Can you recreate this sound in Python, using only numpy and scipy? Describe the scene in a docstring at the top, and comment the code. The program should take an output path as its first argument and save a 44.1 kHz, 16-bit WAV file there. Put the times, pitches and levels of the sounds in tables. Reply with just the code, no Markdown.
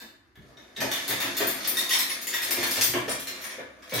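"""Steel trap and chain on a table

A trap and its chain are handled in a small, live room, a few metres away. Links clash in short runs of
impacts that excite the damped modes of the steel; between the clashes the chain keeps jostling.
Now and then the trap knocks on the hollow table top, which resonates. Reverberation outweighs the
direct sound, and a faint hush lies beneath."""
import sys
import numpy as np
from scipy import signal
from scipy.fft import rfft, irfft, next_fast_len
from scipy.io import wavfile

SR = 44100
rng = np.random.default_rng(int(sys.argv[2]) if len(sys.argv) > 2 else 0)


def store_pcm(level_fs):
    """Save levels as 16-bit WAV."""
    pcm = np.round(np.clip(level_fs, -1, 1) * 32767).astype(np.int16)
    wavfile.write(sys.argv[1], SR, np.atleast_2d(pcm).T)


N = 176400

# All table levels are relative. Clashes of chain and trap: (t/s, body/dB, ring/dB, sparkle/dB)
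CLASH_EVENTS = [(0.001, -43, -42, -45), (0.355, -50, -61, -61), (0.572, -50, -57, -66),
                (0.765, -35.5, -36, -47), (0.805, -24, -27, -29), (0.915, -28.5, -25.5, -26.5),
                (1.079, -30.5, -28.5, -24), (1.105, -25, -29, -31), (1.203, -26.5, -28, -27.5),
                (1.222, -28.5, -38.5, -34), (1.368, -36, -26, -23.5), (1.404, -24.5, -31.5, -30.5),
                (1.471, -42, -29, -29), (1.645, -38, -26, -40), (1.674, -40, -34, -27),
                (1.77, -40, -25.5, -23), (1.893, -36, -24.5, -22), (1.911, -43, -20, -24.5),
                (1.932, -24.5, -24, -23), (1.988, -30, -23, -21.5), (2.098, -31, -28.5, -32.5),
                (2.215, -53, -35.5, -30.5), (2.27, -35, -30, -27), (2.33, -28.5, -33, -37),
                (2.339, -29.5, -36.5, -26), (2.419, -30, -28, -24.5), (2.508, -28, -24, -26),
                (2.63, -24.5, -25, -27), (2.667, -49, -37, -28), (2.711, -52, -25.5, -23.5),
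                (2.758, -27, -25.5, -28.5), (2.811, -27, -17, -20), (2.937, -23, -35, -43),
                (3.08, -30, -34.5, -40), (3.095, -30, -29.5, -31), (3.197, -60, -36.5, -32.5),
                (3.271, -35.5, -29.5, -34), (3.416, -51, -40, -37), (3.44, -35, -37, -38),
                (3.584, -36, -58, -71), (3.823, -44.5, -48.5, -57), (3.895, -45, -39, -44.5),
                (3.923, -28, -41, -53), (3.938, -49, -26.5, -26)]
# modes of the trap's frame: (f/Hz, level/dB, T60/s)
FRAME_MODES = [(1703, -6.5, 0.11), (1843, -2, 0.048), (2092, -3.5, 0.028), (2343, -8, 0.07),
               (2675, -12, 0.056), (3545, 0.5, 0.017), (4195, -21.5, 0.053)]
# spectral envelope of the links: (f/Hz, level/dB)
LINK_SPECTRUM = [(120, -18), (600, -2.5), (1050, 1), (1350, -0.5), (1850, 5), (2800, -3.5), (3900, 0),
                 (6200, -3.5), (8000, -12), (9500, -6), (11500, -7), (13000, -2), (15500, -10.5)]
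# strikes on parts that swing free: (t/s, part, level/dB)
PING_EVENTS = [(.001, "jaw", -55), (0.571, "jaw", -51.5), (.763, "jaw", -38.5), (0.915, "jaw", -34),
               (1.203, "jaw", -35.5), (1.222, "jaw", -54), (1.372, "swivel", -36), (1.47, "swivel", -27),
               (1.675, "swivel", -24), (1.77, "jaw", -27.5), (1.771, "base", -36.5), (1.906, "base", -35),
               (1.935, "spring", -30.5), (2.096, "clip", -35.5), (2.339, "spring", -28),
               (2.508, "swivel", -29.5), (2.634, "spring", -41), (2.836, "swivel", -23.5),
               (3.093, "clip", -35), (3.442, "clip", -43), (3.5, "spring", -47)]
# modes of each free part: (f/Hz, level/dB)
PING_MODES = {"jaw": [(1885, -12), (3684, 7), (3790, -15), (5600, -2)], "base": [(1045, -2), (1110, -4.5),
              (1900, 3.5)], "spring": [(1850, 8), (1950, 5), (3590, 10.5), (5520, 7)],
              "swivel": [(9000, -3), (9566, -3), (12200, 1.5), (12600, 0), (12900, 1), (14400, 0),
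              (14900, 2.5), (15300, -11)], "clip": [(9480, 11.5), (10430, 13.5)]}
# decay of each free part: T60/s
PING_T60_S = {"jaw": .045, "base": .06, "spring": .025, "swivel": .02, "clip": .05}
# knocks on the table: (t/s, boom/dB, thump/dB, clack/dB, hollow note f/Hz, hollow note level/dB)
KNOCK_EVENTS = [(0.371, -54.5, -59, -75, 128, -54.5), (0.777, -51.5, -43, -48, 163, -56),
                (0.817, -58, -40.5, -42, 717, -34), (1.09, -52.5, -42, -47.5, 325, -46),
                (1.24, -62, -42.5, -43, 314, -45), (1.403, -56, -41, -31, 378, -33.5),
                (2.572, -52, -45, -39.5, 280, -53), (2.775, -51, -47.5, -40, 686, -43.5),
                (2.869, -50, -50, -57, 128, -44), (2.937, -50.5, -40, -34.5, 296, -39),
                (3.079, -52.5, -44, -38, 500, -34.5), (3.583, -66, -52, -47, 520, -42),
                (3.921, -48, -39.5, -41, 543, -35), (3.951, -43, -50, -49, 720, -43)]
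# modes of the table top: (f/Hz, level/dB, T60/s)
TOP_MODES = [(123.7, -6, 0.2), (215.7, -6, 0.18), (266, 9, 0.078), (360.5, 4.5, 0.086), (525, 8, 0.046),
             (671, 10.5, 0.056)]
# spectral envelope of an impact on the top: (f/Hz, level/dB)
TOP_SPECTRUM = [(30, -45), (65, -2), (125, -7.5), (260, 5.5), (450, 2.5), (800, -5), (1200, -2),
                (2000, -15.5), (6000, -54)]
# strength of the jostling: (t/s, links/dB, dragging/dB)
JOSTLE_LEVELS = [(0, -86, -45), (.33, -71, -102), (.42, -58.5, -55), (.74, -58, -56), (.9, -33.5, -43.5),
                 (1.33, -36.5, -41), (1.8, -33, -43), (2.22, -46, -47), (2.6, -29, -39), (3.05, -49, -46.5),
                 (3.499, -38.5, -49), (3.63, -63.5, -59), (3.8, -59.5, -51), (4, -24.5, -44)]
# reverberation time: (f/Hz, T60/s)
REVERB_TIMES = [(100, 0.69), (400, 0.39), (2000, 0.63), (5000, 0.48), (10000, 0.45), (16000, 0.28)]
# coherence of the diffuse field: (f/Hz, left-right correlation)
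FIELD_COHERENCE = [(100, 0.74), (300, 0.8), (700, 0.19), (1500, 0.024), (8000, 0.0055)]
# balance of the diffuse field: (f/Hz, left over right/dB)
FIELD_BALANCE = [(100, 0.5), (700, -0.5), (1400, 3.5), (2800, 0.5), (5500, -1), (10000, -1), (15000, 1.5)]
# spectrum of the still room: (f/Hz, level/dB)
HUSH_SPECTRUM = [(28, -43), (59, 11), (184, -8.5), (345, 6.5), (426, -10), (1720, -6), (16000, -65)]

CLASH_DB, PING_DB, KNOCK_DB, LINKS_DB, DRAG_DB, HUSH_DB = -6, .5, 2.5, -3.5, -2, -63.5
CRACK_DB, FRAME_DB, TOP_RING_DB = 3.5, -7, -1.5
BODY_EDGE_HZ, SPARKLE_EDGE_HZ, CUTOFF_HZ = 2820, 8120, 16100
BOOM_EDGE_HZ, THUMP_EDGE_HZ, HOLLOW_WIDTH_OCT = 137.5, 365, 0.4
LINK_T60_S, CRACK_T60_S, KNOCK_T60_S = 0.024, 0.013, 0.017
CLASH_RUN_S, KNOCK_RUN_S, SWIVEL_RUN_S = .022, 0.027, 0.0088  # spans of the bouncing
BOUNCES, BOUNCE_DB, BOUNCE_SPREAD_DB, SWIVEL_BOUNCE_DB = 6, -2, 4.5, -1
JOSTLES_PER_S, JOSTLE_SPREAD_DB, JOSTLE_DULL_HZ, DRAG_LOW_CUT_HZ = 130, 3, 9200, 179
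DIRECT_DB, FIRST_ECHO_S, BUILD_UP_S = -11, 0.001, 0.0022
HIT_SAMPLES = SR // 3
HIT_SCALE = np.sqrt(.04 * SR)  # turns unit energy into unit power over 40 ms


def clashes():
    """Impacts excite a broad spectrum; each clash divides its energy differently among three bands."""
    out = np.zeros((2, N))
    for start, body_db, ring_db, sparkle_db in CLASH_EVENTS:
        hit = steel(CLASH_RUN_S)
        body = from_db(body_db) * unit(cut(hit, BODY_EDGE_HZ, "low"))
        ring = from_db(ring_db) * unit(cut(hit, [BODY_EDGE_HZ, SPARKLE_EDGE_HZ], "band"))
        sparkle = from_db(sparkle_db) * unit(cut(hit, SPARKLE_EDGE_HZ, "high"))
        add(out, start, body + ring + beamed(sparkle))
    return from_db(CLASH_DB) * HIT_SCALE * out


def steel(run_s, modes=40, bands=28):
    """Impact excitation: steel on steel cracks and sets the links and the frame in free vibration."""
    hz = rng.uniform(1510, CUTOFF_HZ, modes)
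    t60 = LINK_T60_S * rng.uniform(.5, 2, modes)
    links = modal_ring(np.c_[hz, np.zeros(modes), t60], spread_db=1.5)
    grid_hz = np.r_[np.geomspace(120, 2800, bands), np.linspace(3200, CUTOFF_HZ, bands)]
    # each contact has its own treble colour
    tint_db = 3 * rng.standard_normal(len(grid_hz)) * (grid_hz > BODY_EDGE_HZ)
    spectrum = np.c_[grid_hz, at_hz(LINK_SPECTRUM, grid_hz) + tint_db]
    contact = colour(from_db(CRACK_DB) * crack(CRACK_T60_S, run_s) + links, spectrum)
    frame = modal_ring(FRAME_MODES, spread_db=5, detune=.022)
    return unit(contact) + from_db(FRAME_DB) * cut(frame, 690, "high", order=2)


def crack(t60, run_s):
    """Incoherent addition: a contact and its bounces are decaying noise bursts whose powers sum."""
    power = np.zeros(HIT_SAMPLES)
    power[0] = 1
    bounces = (rng.random(BOUNCES) * run_s * SR).astype(int)
    power[bounces] += from_db(BOUNCE_DB + BOUNCE_SPREAD_DB * rng.standard_normal(BOUNCES)) ** 2
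    retained = from_db(-60 / (t60 * SR)) ** 2
    envelope = np.sqrt(signal.lfilter([1], [1, -retained], power + 1e-18))
    return unit(rng.standard_normal(HIT_SAMPLES) * envelope)


def modal_ring(modes, spread_db=3, detune=.004):
    """Free vibration is a sum of damped modes; strength and tuning vary with each strike and grip."""
    hz, db, t60 = np.transpose(modes)
    hz = hz * (1 + detune * rng.standard_normal(len(hz)))
    gain = from_db(db + spread_db * rng.standard_normal(len(hz))) * rng.choice([-1, 1], len(hz))
    age = np.float32(np.arange(HIT_SAMPLES) / SR)
    phase = np.outer(np.float32(2 * np.pi * hz), age)
    loss = np.outer(np.float32(np.log(1000) / t60), age)
    return unit(gain @ (np.sin(phase) * np.exp(-np.minimum(loss, 20))))


def pings(touches=3):
    """A struck part rings at its natural frequencies; the loose swivel bounces, shifting in pitch."""
    out = np.zeros((2, N))
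    for start, part, db in PING_EVENTS:
        modes = [(hz, level, PING_T60_S[part]) for hz, level in PING_MODES[part]]
        if part == "swivel":
            shares = unit(from_db(SWIVEL_BOUNCE_DB * np.arange(touches)))
            for k, share in enumerate(shares):
                ping = share * from_db(db) * modal_ring(modes, detune=.012)
                add(out, start + SWIVEL_RUN_S * k / touches, beamed(ping))
        else:
            ping = from_db(db) * modal_ring(modes, spread_db=2.5)
            add(out, start, beamed(ping) if part == "clip" else ping)
    return from_db(PING_DB) * HIT_SCALE * out


def beamed(x, pan_db=5.5):
    """Directivity: the highest sounds beam to the left."""
    return np.sqrt(2) * unit(from_db([pan_db / 2, -pan_db / 2]))[:, None] * x


def knocks():
    """Resonance: the trap lands and chatters, each spot has its hollow note, and heavy landings boom."""
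    out = np.zeros(N)
    for start, boom_db, thump_db, clack_db, hollow_hz, hollow_db in KNOCK_EVENTS:
        hit = table_top(KNOCK_RUN_S)
        boom = cut(hit, BOOM_EDGE_HZ, "low")
        thump = cut(hit, [BOOM_EDGE_HZ, THUMP_EDGE_HZ], "band", order=3)
        clack = cut(hit, THUMP_EDGE_HZ, "high")
        hollow_band = hollow_hz * 2 ** (HOLLOW_WIDTH_OCT * np.array([-.5, .5]))
        hollow = cut(crack(KNOCK_T60_S, 0), hollow_band, "band", order=2)
        gains = from_db([boom_db, thump_db, clack_db, hollow_db])
        add(out, start, gains @ unit(np.array([boom, thump, clack, hollow])))
    return from_db(KNOCK_DB) * HIT_SCALE * out


def table_top(run_s):
    """Plate vibration: steel on the table gives a dull clack and excites the modes of the top."""
    ring = cut(modal_ring(TOP_MODES, spread_db=2.5), 67, "high", order=2)
    clack = unit(colour(crack(KNOCK_T60_S, run_s), TOP_SPECTRUM))
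    return clack + from_db(TOP_RING_DB) * ring


def jostle(count=10):
    """Many small impacts merge into a rattle as links shift on each other and drag on the table."""
    times, links_db, drag_db = np.transpose(JOSTLE_LEVELS)
    t = np.arange(N) / SR
    links = [cut(steel(0), JOSTLE_DULL_HZ, "low", order=2) for _ in range(count)]
    taps = [cut(table_top(0), DRAG_LOW_CUT_HZ, "high", order=2) for _ in range(count // 2)]
    rattle = patter(links, np.interp(t, times, links_db) + LINKS_DB)
    drag = patter(taps, np.interp(t, times, drag_db) + DRAG_DB)
    return rattle + drag


def patter(sounds, level_db):
    """A Poisson process: contacts fall at independent moments, each making one of the given sounds."""
    touching = rng.random(N) < JOSTLES_PER_S / SR
    strength = from_db(JOSTLE_SPREAD_DB * rng.standard_normal(N)) * rng.choice([-1, 1], N)
    impulses = np.sqrt(N) * unit(touching * strength) * from_db(level_db)
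    choice = rng.integers(0, len(sounds), N)
    return sum(signal.oaconvolve(impulses * (choice == k), unit(x))[:N] for k, x in enumerate(sounds))


def carried(x, places=6):
    """Echoes depend on source position: as the trap is carried, one pattern fades into the next."""
    place = np.linspace(0, places - 1, N)
    return sum(room(x * np.sqrt(np.maximum(1 - abs(place - k), 0))) for k in range(places))


def room(x, bands=10):
    """Reverberation: dense echoes follow a weak direct sound and die soonest in the high treble."""
    t, hz = np.arange(SR) / SR, np.fft.rfftfreq(SR, 1 / SR)
    centres = np.geomspace(100, CUTOFF_HZ, bands)
    spectrum = rfft(diffuse_field(SR))
    tail = np.zeros((2, SR))
    for centre, share in zip(centres, np.eye(bands)):
        band = irfft(spectrum * at_hz(np.c_[centres, share], hz))
        tail += band * from_db(-60 * t / at_hz(REVERB_TIMES, centre))
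    response = unit(tail * np.clip((t - FIRST_ECHO_S) / BUILD_UP_S, 0, 1))
    response[:, 0] += from_db(DIRECT_DB)
    return signal.fftconvolve(x, response, axes=1)[:, :N]


def diffuse_field(size):
    """Spatial coherence: room noise at two points is alike in the bass, unrelated in the treble."""
    hz = np.fft.rfftfreq(size, 1 / SR)
    mid, side = rfft(rng.standard_normal((2, size)))
    coherence, sign = at_hz(FIELD_COHERENCE, hz), np.array([[1], [-1]])
    pair = np.sqrt(1 + coherence) * mid + np.sqrt(1 - coherence) * side * sign
    return irfft(pair * from_db(sign * at_hz(FIELD_BALANCE, hz) / 2), size)


def hush():
    """Ambient noise: the still room holds a faint, steady diffuse field, strongest in the bass."""
    return from_db(HUSH_DB) * np.sqrt(N) * unit(colour(diffuse_field(N), HUSH_SPECTRUM))


def from_db(db):
    """Decibels to amplitude ratio."""
    return 10 ** (np.asarray(db) / 20)


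def unit(x):
    """Normalisation to unit energy."""
    return x / np.sqrt(np.sum(x ** 2, axis=-1, keepdims=True) + 1e-20)


def at_hz(points, hz):
    """Interpolation on a log-frequency axis."""
    f, values = np.transpose(points)
    return np.interp(np.log(np.maximum(hz, 1)), np.log(f), values)


def colour(x, points):
    """Minimum-phase filter: folding the cepstrum makes the given dB curve causal."""
    size = next_fast_len(x.shape[-1] + SR // 8)
    size += size % 2
    gain = from_db(at_hz(points, np.fft.rfftfreq(size, 1 / SR)))
    cepstrum = irfft(np.log(gain))
    cepstrum[1:size // 2] *= 2
    cepstrum[size // 2 + 1:] = 0
    return irfft(rfft(x, size) * np.exp(rfft(cepstrum)))[..., :x.shape[-1]]


def cut(x, hz, kind, order=4):
    """Maximally flat filter."""
    return signal.sosfilt(signal.butter(order, hz, kind, fs=SR, output="sos"), x + 1e-18)


def add(out, start_s, sound):
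    """Superposition of one hit on the mix."""
    i = int(start_s * SR)
    out[..., i:i + HIT_SAMPLES] += sound[..., :N - i]


def scene():
    """Superposition: all the hardware sounds in one room, over its hush."""
    return hush() + carried(clashes() + pings() + knocks() + jostle())


def record(dry):
    """Band limiting: a steep elliptic low-pass removes the highest treble."""
    return signal.sosfilt(signal.ellip(10, .2, 75, CUTOFF_HZ, fs=SR, output="sos"), dry)


dry = scene()
out = record(dry)
store_pcm(out)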